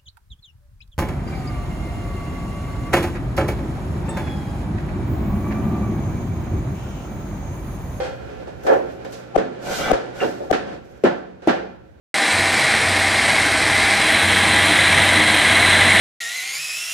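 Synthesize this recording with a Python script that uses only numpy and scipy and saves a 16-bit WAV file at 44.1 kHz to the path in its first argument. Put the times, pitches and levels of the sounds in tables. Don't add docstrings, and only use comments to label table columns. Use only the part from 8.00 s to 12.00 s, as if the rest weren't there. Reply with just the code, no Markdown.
import sys
import numpy as np
from scipy import signal
from scipy.fft import rfft, irfft
from scipy.io import wavfile
from scipy.ndimage import uniform_filter1d

SR = 44100
rng = np.random.default_rng(int(sys.argv[2]) if len(sys.argv) > 2 else 0)


def inscribe(sig):
    pcm = np.round(np.clip(np.atleast_2d(sig).T, -1, 1) * 32767)
    wavfile.write(sys.argv[1], SR, pcm.astype(np.int16))


N = 176400
T = np.arange(N) / SR
LEFT_LAG_S = 0.000677
PORT_LAGS_S = np.array([[LEFT_LAG_S], [0]])


def amp(db):
    return 10 ** (np.asarray(db) / 20)


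def unit_rms(x):
    return x / np.sqrt(np.mean(x ** 2))


def on_log(points, hz):
    f, values = np.array(points, float).T
    return np.interp(np.log(hz + 1), np.log(f), values)


def on_time(points):
    return np.interp(T, *np.array(points).T)


def wander(rate_hz, size):
    span = max(int(SR / rate_hz), 1)
    return unit_rms(uniform_filter1d(uniform_filter1d(rng.standard_normal(size), span), span))


def decay(t, t60):
    return np.exp(-np.log(1000) * t / t60)


def pan(db):
    return amp(np.array([[db], [-db]]) / 2)


def add(out, start, sound):
    i = max(int(start * SR), 0)
    out[:, i:i + sound.shape[1]] += sound[:, :N - i]


# f/Hz, width/Hz, gain/dB
HOLLOWS = [(160, 28, 2), (349.3, 6.9, 3), (442, 54, 4), (530, 33.4, 6), (562, 24.5, 6.5), (742.5, 30, 5),
           (1168, 7.3, -1.5), (1360, 20, 12.5), (1442, 37, 6.5), (1551, 120, 6.5), (1730, 13, 11),
           (2427, 20, 8.5), (2935, 4.3, -1.5), (3500, 6.9, -21)]
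# f/Hz, coherence
COHERENCE = [(40, 0.21), (150, 0.53), (330, 0.65), (600, 0.58), (1500, 0.22), (4000, 0.034), (12000, 0.055)]
def noise(spectrum, size, lag=LEFT_LAG_S):
    hz = np.fft.rfftfreq(size, 1 / SR)
    hollows_db = sum(db / (1 + (2 * (hz - f) / width) ** 2) for f, width, db in HOLLOWS)
    mid, side = rfft(rng.standard_normal((2, size))) * amp(on_log(spectrum, hz) + hollows_db)
    coherence = on_log(COHERENCE, hz)
    mid, side = mid * np.sqrt(1 + coherence), side * np.sqrt(1 - coherence)
    left = (mid + side) * np.exp(-2j * np.pi * hz * lag)
    return unit_rms(irfft(np.array([left, mid - side]), size))


def ringing(modes, roughness):
    t, out = T[:SR], 0
    for hz, db, t60 in modes:
        flutter = 1 + roughness * np.array([wander(110, SR) for _ in range(2)])
        phase = 2 * np.pi * (hz * t + rng.random((2, 1)) / 3)
        out = out + amp(db) * flutter * np.sin(phase) * decay(t, t60)
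    return out * np.minimum(t / 0.003, 1)


# f/Hz, relative level/dB
CHURN_SPECTRUM = [(25, -21), (54, -37), (125, -6), (190, -4), (280, -0.5), (430, -1), (720, -3.5),
                  (1100, -14), (1450, -16), (1900, -16.5), (2500, -19), (7000, -34.5), (13000, -54),
                  (14500, -68), (16000, -83)]
HUM_LINES = [(62, -25), (124, -12.5), (184, -18), (248, -16.5), (312, -20)]
RUMBLE_SPECTRUM = [(20, -12), (40, -10), (62, 15.5), (90, 7), (150, 3), (400, -42.5)]
# t/s, relative level/dB
MIXER_LEVEL = [(0, -36.5), (.55, -38), (1.0, -36.5), (1.3, -38), (1.6, -34.5), (2.1, -34), (2.5, -38.5),
               (2.95, -47), (3.35, -48), (3.75, -51), (4.0, -53)]
RUMBLE_LEVEL = [(0, 15.5), (1.2, 10), (1.5, -21), (2.0, 5.5), (2.8, 8.5), (3.3, 2), (4.0, 7.5)]
def mixer():
    churn = noise(CHURN_SPECTRUM, N) * amp(1.3 * wander(20, N))
    hum = 0
    for hz, db in HUM_LINES:
        amplitude = np.sqrt(2) * amp(db + 0.51 * wander(23, N))
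        drifting_time = np.cumsum(1 + 0.0076 * wander(14.5, N)) / SR
        hum = hum + amplitude * np.sin(2 * np.pi * hz * (drifting_time - PORT_LAGS_S))
    rumble = np.array([noise(RUMBLE_SPECTRUM, N)[0] for _ in range(2)])
    rumble *= amp(-56.5 + on_time(RUMBLE_LEVEL) + wander(1.2, N))
    return ((churn + hum) * amp(on_time(MIXER_LEVEL)) + rumble) * pan(-3.5)


# f/Hz, relative level/dB
SAND_SPECTRUM = [(2000, -18), (6000, 5), (9500, -8), (12500, -4), (13600, -3), (14600, -24), (16000, -36)]
# t/s, level/dB
SAND_LEVEL = [(0, -60), (.35, -72), (.55, -74), (.65, -59), (.68, -56), (.74, -58), (.85, -69), (.92, -62),
              (1.02, -73), (1.14, -58), (1.3, -79), (2.7, -82), (2.9, -65), (3.3, -85), (4.0, -90)]
def sand():
    return noise(SAND_SPECTRUM, N) * amp(on_time(SAND_LEVEL) + 3 * wander(45, N))


# t/s, level/dB
CRUMBS = [(0.636, -42), (0.671, -36), (0.730, -48), (0.919, -51), (1.047, -50), (1.123, -40.5)]
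# f/Hz, relative level/dB
CRUMB_SPECTRUM = [(2000, 5), (6000, -1), (12500, -2), (14000, 1), (14800, -12), (16000, -27)]
def crumbs():
    out, t = np.zeros((2, N)), T[:SR // 4]
    envelope = np.exp(-t / 0.0028) + amp(-15.5) * np.exp(-t / 0.11)
    for at, db in CRUMBS:
        add(out, at, amp(db) * noise(CRUMB_SPECTRUM, len(t)) * envelope)
    return out


WALL_DELAY_S, ECHO_PAN_DB, EARLY_SHARE, EARLY_S = 0.0125, -1.7, 0.48, 0.026
BASS_HZ, MIDS_HZ, TREBLE_HZ = 257, 1720, 2300
# f/Hz, relative level/dB
WALL_SPECTRUM = [(40, -33), (110, -21.5), (200, -9.5), (260, -3.5), (350, 2), (540, 1), (740, 0.5),
                 (980, -10.5), (1400, -17), (1800, -15), (2300, -22), (3000, -25), (4500, -30.5),
                 (6500, -36), (9000, -45), (13000, -59.5), (14500, -56), (16000, -72)]
# f/Hz, T60/s
WALL_T60 = [(150, 0.95), (500, 0.61), (1500, 0.56), (5000, 0.54), (12000, 0.37)]
def wall_echo(bass_db, mids_db, treble_db, rise, hold):
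    t, hz = T[:SR], np.fft.rfftfreq(SR, 1 / SR)
    low_shelf = bass_db / (1 + (hz / BASS_HZ) ** 4)
    mid_bell = mids_db / (1 + (np.log2((hz + 1) / MIDS_HZ) / 1.52) ** 4)
    high_shelf = treble_db * hz ** 2 / (hz ** 2 + TREBLE_HZ ** 2)
    spectrum = rfft(noise(WALL_SPECTRUM, SR)) * amp(low_shelf + mid_bell + high_shelf)
    age, tail = np.maximum(t - rise - hold, 0), 0
    centres, t60s = np.array(WALL_T60).T
    for share, t60 in zip(np.eye(len(centres)), t60s):
        band = irfft(spectrum * on_log(list(zip(centres, share)), hz), SR)
        tail = tail + band * decay(age, t60)
    early_fall = 1 - EARLY_SHARE + EARLY_SHARE * np.exp(-age / EARLY_S)
    onset_grain = np.exp(0.044 * wander(220, SR) * np.exp(-t / 0.018))
    return tail * np.minimum(t / rise, 1) * early_fall * onset_grain


# t/s, level/dB, bass/dB, mids/dB, treble/dB, rise/s, hold/s, pan/dB
CLATTER = [(0.0, -27, -24, 0.5, 12, 0.00073, 0.07, -0.5), (0.47, -27, -9, -5, 2, 0.0033, 0.0026, -3.5),
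           (.635, -20.5, -17, -10, 0.5, 0.016, 0.011, -1),
           (0.665, -11.5, -21, -1, -1.5, 0.0026, 0.0051, -0.5),
           (.682, -11, -8.5, 2, -13.5, 0.014, 0.04, -3.5), (1.047, -28, 3, -2, 9, 0.0013, 0.0019, -2.5),
           (1.124, -41, -7, -2, 30.5, 0.0035, 0.014, -3.5), (2.206, -18.5, 9.5, 1, 3, 0.014, 0.028, -2),
           (2.392, -26.5, -2.5, 1, -39, 0.018, 0.029, 1), (2.659, -36.5, 21, 3.5, 8.5, 0.013, 0.075, -1),
           (3.418, -42, 2, 4, 11, 0.0046, 0.07, -5)]
def clatter():
    out = np.zeros((2, N))
    for at, db, *tone_db, rise, hold, pan_db in CLATTER:
        add(out, at, amp(db) * wall_echo(*tone_db, rise, hold) * pan(pan_db))
    return out


# f/Hz, relative level/dB, T60/s
TUBE_MODES = [(510, 3, 0.4), (540, -2.5, 0.66), (790, -3, 0.38), (1060, -23, 0.37), (1378, -18, 1),
              (1625, -16.5, 1), (2090, -15.5, 0.47), (2470, -22.5, 0.82), (3220, -21.5, .8),
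              (4320, -22, 0.4), (4414, -29, 0.77)]
CHINK_MODES = [(2040, -2, .06), (2330, -6, .09), (2519, -10, .2), (2730, -5, .16), (2794, 0, .22),
               (2860, -4, .17)]
def clinks():
    out, t = np.zeros((2, N)), T[:SR]
    add(out, 0, amp(-24.5) * ringing(TUBE_MODES, roughness=0.089) * pan(1.7))
    start_hz, end_hz, glide_s = 2190, 986, 0.016
    hz = end_hz + (start_hz - end_hz) * np.exp(-(t / glide_s) ** 2)
    envelope = np.minimum(t / 0.003, 1) * np.exp(-(t / glide_s / 2) ** 2)
    chirp = np.sin(2 * np.pi * np.cumsum(hz) / SR) * envelope
    add(out, 2.203, amp(-29.5) * ringing(CHINK_MODES, roughness=0.6) + amp(-33) * chirp)
    return out


# t/s, level/dB, f/Hz
BUMPS = [(0.678, -11, 696), (0.698, -1, 506), (0.722, -7, 430), (0.757, -10, 531), (0.840, -23, 450)]
def bumps():
    out, t = np.zeros((2, N)), np.maximum(T[:SR // 4] - PORT_LAGS_S, 0)
    envelope = np.minimum(t / 0.0025, 1) * np.exp(-t / 0.01)
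    for at, db, hz in BUMPS:
        phase = 2 * np.pi * hz * t
        note = np.sin(phase) + amp(-21) * np.sin(3.3 * phase)
        add(out, at, amp(db) * note * envelope * pan(1.5))
    return out


GRAINS_PER_S, GAP_WIDTH_HZ = 900, 59
# f/Hz, width/Hz, relative level/dB
BLADE_MODES = [(1340, 84, -18), (1550, 29, 1.5), (2030, 100, 7.5), (2290, 32, 1.5), (2840, 21, -2.5),
               (3135, 28, -3), (3410, 27, -3), (3700, 22, -6), (4940, 67, -10), (5800, 56, -5)]
# t/s, f/Hz
GAP_PITCH = [(1.70, 1420), (1.75, 1570), (1.80, 1335), (1.848, 1490), (1.89, 1320), (1.91, 1220),
             (2.1, 1495)]
def rasp():
    grains = (rng.random(N) < GRAINS_PER_S / SR) * rng.uniform(-0.93, 1, (3, N))
    grains = grains[:2] + grains[2]
    t = T[:SR // 20]
    response = sum(amp(db) * np.sin(2 * np.pi * hz * t) * np.exp(-np.pi * width * t)
                   for hz, width, db in BLADE_MODES)
    blade = signal.fftconvolve(grains, response[None], axes=1)[:, :N]
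    rotation = np.exp(2j * np.pi * np.cumsum(on_time(GAP_PITCH)) / SR)
    pole = np.exp(-np.pi * GAP_WIDTH_HZ / SR)
    gap = (rotation * signal.lfilter([1], [1, -pole], grains / rotation)).imag
    return amp(-3.5) * unit_rms(blade) + amp(-4.5) * unit_rms(gap)


# t/s, body level/dB, rasp level/dB, hiss level/dB
STROKES = [(1.59, -64, -74, -72), (1.628, -38, -71, -47), (1.668, -29.5, -40.5, -39.5),
           (1.732, -26, -33.5, -32.5), (1.748, -36, -31, -32), (1.776, -35, -42, -29.5),
           (1.794, -24, -30, -31), (1.848, -31, -25.5, -37), (1.862, -23, -31, -38),
           (1.891, -25, -27.5, -41), (1.901, -22.5, -34, -45), (1.912, -21, -20.5, -46),
           (1.925, -59, -64, -63), (2.11, -76, -66, -78), (2.16, -38, -50, -51), (2.21, -39, -38, -45),
           (2.3, -51, -57, -45.5), (2.4, -50, -71, -57), (2.45, -63, -70, -55.5), (2.5, -72, -73, -63)]
# f/Hz, relative level/dB
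BODY_SPECTRUM = [(100, 1.5), (300, 3.5), (500, 4.5), (750, 7.5), (1000, -5), (1450, -9.5), (2000, -8.5),
                 (3300, -13), (4500, -24), (9000, -25), (15000, -68)]
GRIT_SPECTRUM = [(800, 0), (2200, -0.5), (4200, 5), (6500, 3), (8500, -2), (10500, -9.5), (13200, -3),
                 (14300, -26), (16000, -56)]
def scrape():
    times, *levels = np.array(STROKES).T
    body_gain, rasp_gain, hiss_gain = (amp(np.interp(T, times, db, left=-120, right=-120))
                                       for db in levels)
    body = noise(BODY_SPECTRUM, N, lag=0) * body_gain
    hiss = noise(GRIT_SPECTRUM, N, lag=0) * hiss_gain
    direct = body + hiss + rasp() * rasp_gain
    direct *= np.exp(0.17 * np.tanh((wander(860, N) + wander(63, N)) / 2))
    walls = noise([(100, 5.5), (5000, 12), (12000, -8)], SR) * decay(T[:SR], t60=0.5)
    reflected = signal.fftconvolve(direct, unit_rms(walls) / np.sqrt(SR), axes=1)[:, :N]
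    return direct + amp(-11) * reflected


KNOCK_RISE_S, KNOCK_SAG_S, KNOCK_LAG_S = 0.0024, 0.0033, 0.00015
# f/Hz, relative level/dB, T60/s
STACK_MODES = [(186, -28, 0.8), (244, -10, 0.15), (342, -22.5, 0.48)]
BRICK_MODES = [(1380, -28, 0.27), (1540, -28, 0.22), (1850, -32, 0.14)]
# t/s, level/dB, first f/Hz, last f/Hz, decay/s, overtone/dB,
# echo level/dB, echo bass/dB, echo mids/dB, echo treble/dB
KNOCKS = [(3.0376, 0, 623, 343, 0.0087, -37, -16.5, 10.5, 7, 2.5),
          (3.4731, -2.5, 410, 316, 0.0078, 1, -18, 11.5, 9, 6.5)]
def knocks():
    out, t = np.zeros((2, N)), T[:SR]
    for at, db, first_hz, last_hz, decay_s, overtone_db, echo_db, *tone_db in KNOCKS:
        hz = last_hz + (first_hz - last_hz) * np.exp(-t / KNOCK_SAG_S)
        phase = 2 * np.pi * (np.cumsum(hz) / SR - last_hz * np.array([[KNOCK_LAG_S], [0]]))
        damping = np.exp(-t / decay_s)
        note = np.sin(phase) + amp(overtone_db) * np.sin(1.89 * phase) * damping
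        body = amp(db) * note * np.minimum(t / KNOCK_RISE_S, 1) * damping
        grit = noise(BODY_SPECTRUM, SR) + amp(-19.5) * noise(GRIT_SPECTRUM, SR)
        crack = amp(-19) * grit * np.exp(-t / 0.01)
        stack = sum(amp(db + mode_db) * np.sin(2 * np.pi * f * t) * decay(t, t60)
                    for f, mode_db, t60 in STACK_MODES)
        add(out, at, (body + crack) * pan(0.5) + stack * np.minimum(t / 0.011, 1))
        add(out, at + 0.014, amp(db) * ringing(BRICK_MODES, roughness=0.45))
        echo = wall_echo(*tone_db, rise=0.015, hold=0.012)
        add(out, at, amp(echo_db) * echo * pan(ECHO_PAN_DB))
    return out


CHOP_END_HZ, FALL_S, FALL_LAG_S, CHOP_DECAY_S, SNAP_S = 285, 0.0016, 0.0017, 0.0041, 0.00079
THUD_HZ, THUD_S, PUFF_HZ, PUFF_S, PUFF_LAG_S = 221, 0.009, 35.5, 0.014, 0.0099
# f/Hz, relative level/dB
BLADE_PARTIALS = [(1190, -19.5), (1480, -45), (3100, -36), (5450, -39), (6350, -39)]
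SNAP_SPECTRUM = [(60, -22), (400, 3.5), (1200, -0.5), (3000, -9), (6000, -11.5), (12000, -15), (16000, -21)]
# t/s, level/dB, first f/Hz, swell/s, snap/dB, air puff/dB,
# echo level/dB, echo bass/dB, echo mids/dB, echo treble/dB
CHOPS = [(1.3621, -2, 795, 0.0051, -27, -30, -16.5, 10, 2.5, 1.5),
         (1.9169, -3, 760, 0.0076, -15, -24.5, -15, -15, -0.5, 5.5),
         (2.5131, -2, 756, 0.0049, -16, -53, -20, 12, 6.5, 11.5)]
def chops():
    out, t = np.zeros((2, N)), T[:SR // 2] - 0.1
    before, after, puff_age = np.maximum(-t, 0), np.maximum(t, 0), np.maximum(t - PUFF_LAG_S, 0)
    fall = (1 - np.tanh((t - FALL_LAG_S) / FALL_S / 2)) / 2
    ring = sum(amp(db) * np.sin(2 * np.pi * hz * t) for hz, db in BLADE_PARTIALS)
    ring *= np.exp(-after / SNAP_S)
    thud = amp(-17) * np.sin(2 * np.pi * THUD_HZ * after) * np.exp(-after / THUD_S)
    puff_hz = PUFF_HZ * np.array([[1], [1.3]])
    puff = 2 * np.sin(2 * np.pi * puff_hz * puff_age) * np.exp(-puff_age / PUFF_S)
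    for at, db, first_hz, swell_s, snap_db, puff_db, echo_db, *tone_db in CHOPS:
        hz = CHOP_END_HZ + (first_hz - CHOP_END_HZ) * fall
        phase = 2 * np.pi * np.cumsum(hz) / SR
        plop = np.sin(phase - phase[np.argmin(abs(t))])
        swells = swell_s * np.array([[1], [0.12]])
        envelope = np.exp(-before / swells - after / CHOP_DECAY_S)
        friction = amp(-13.5) * noise(BODY_SPECTRUM, len(t), lag=0)
        note = (plop + ring + friction) * envelope * pan(3)
        snap = noise(SNAP_SPECTRUM, len(t), lag=0) * np.exp(-abs(t) / SNAP_S)
        add(out, at + t[0], amp(db) * (note + thud) + amp(snap_db) * snap + amp(puff_db) * puff)
        echo = wall_echo(*tone_db, rise=0.0026, hold=0.0093)
        add(out, at + WALL_DELAY_S, amp(echo_db) * echo * pan(ECHO_PAN_DB))
    return out


def scene():
    return chops() + knocks() + clatter() + bumps() + clinks() + scrape() + crumbs() + sand() + mixer()


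def record(dry):
    rounded = dry / (1 + dry ** 6) ** (1 / 6)
    low_pass = signal.ellip(8, 0.2, 70, 15900, fs=SR, output="sos")
    return signal.sosfilt(low_pass, rounded)


dry = scene()
out = record(dry)
inscribe(out)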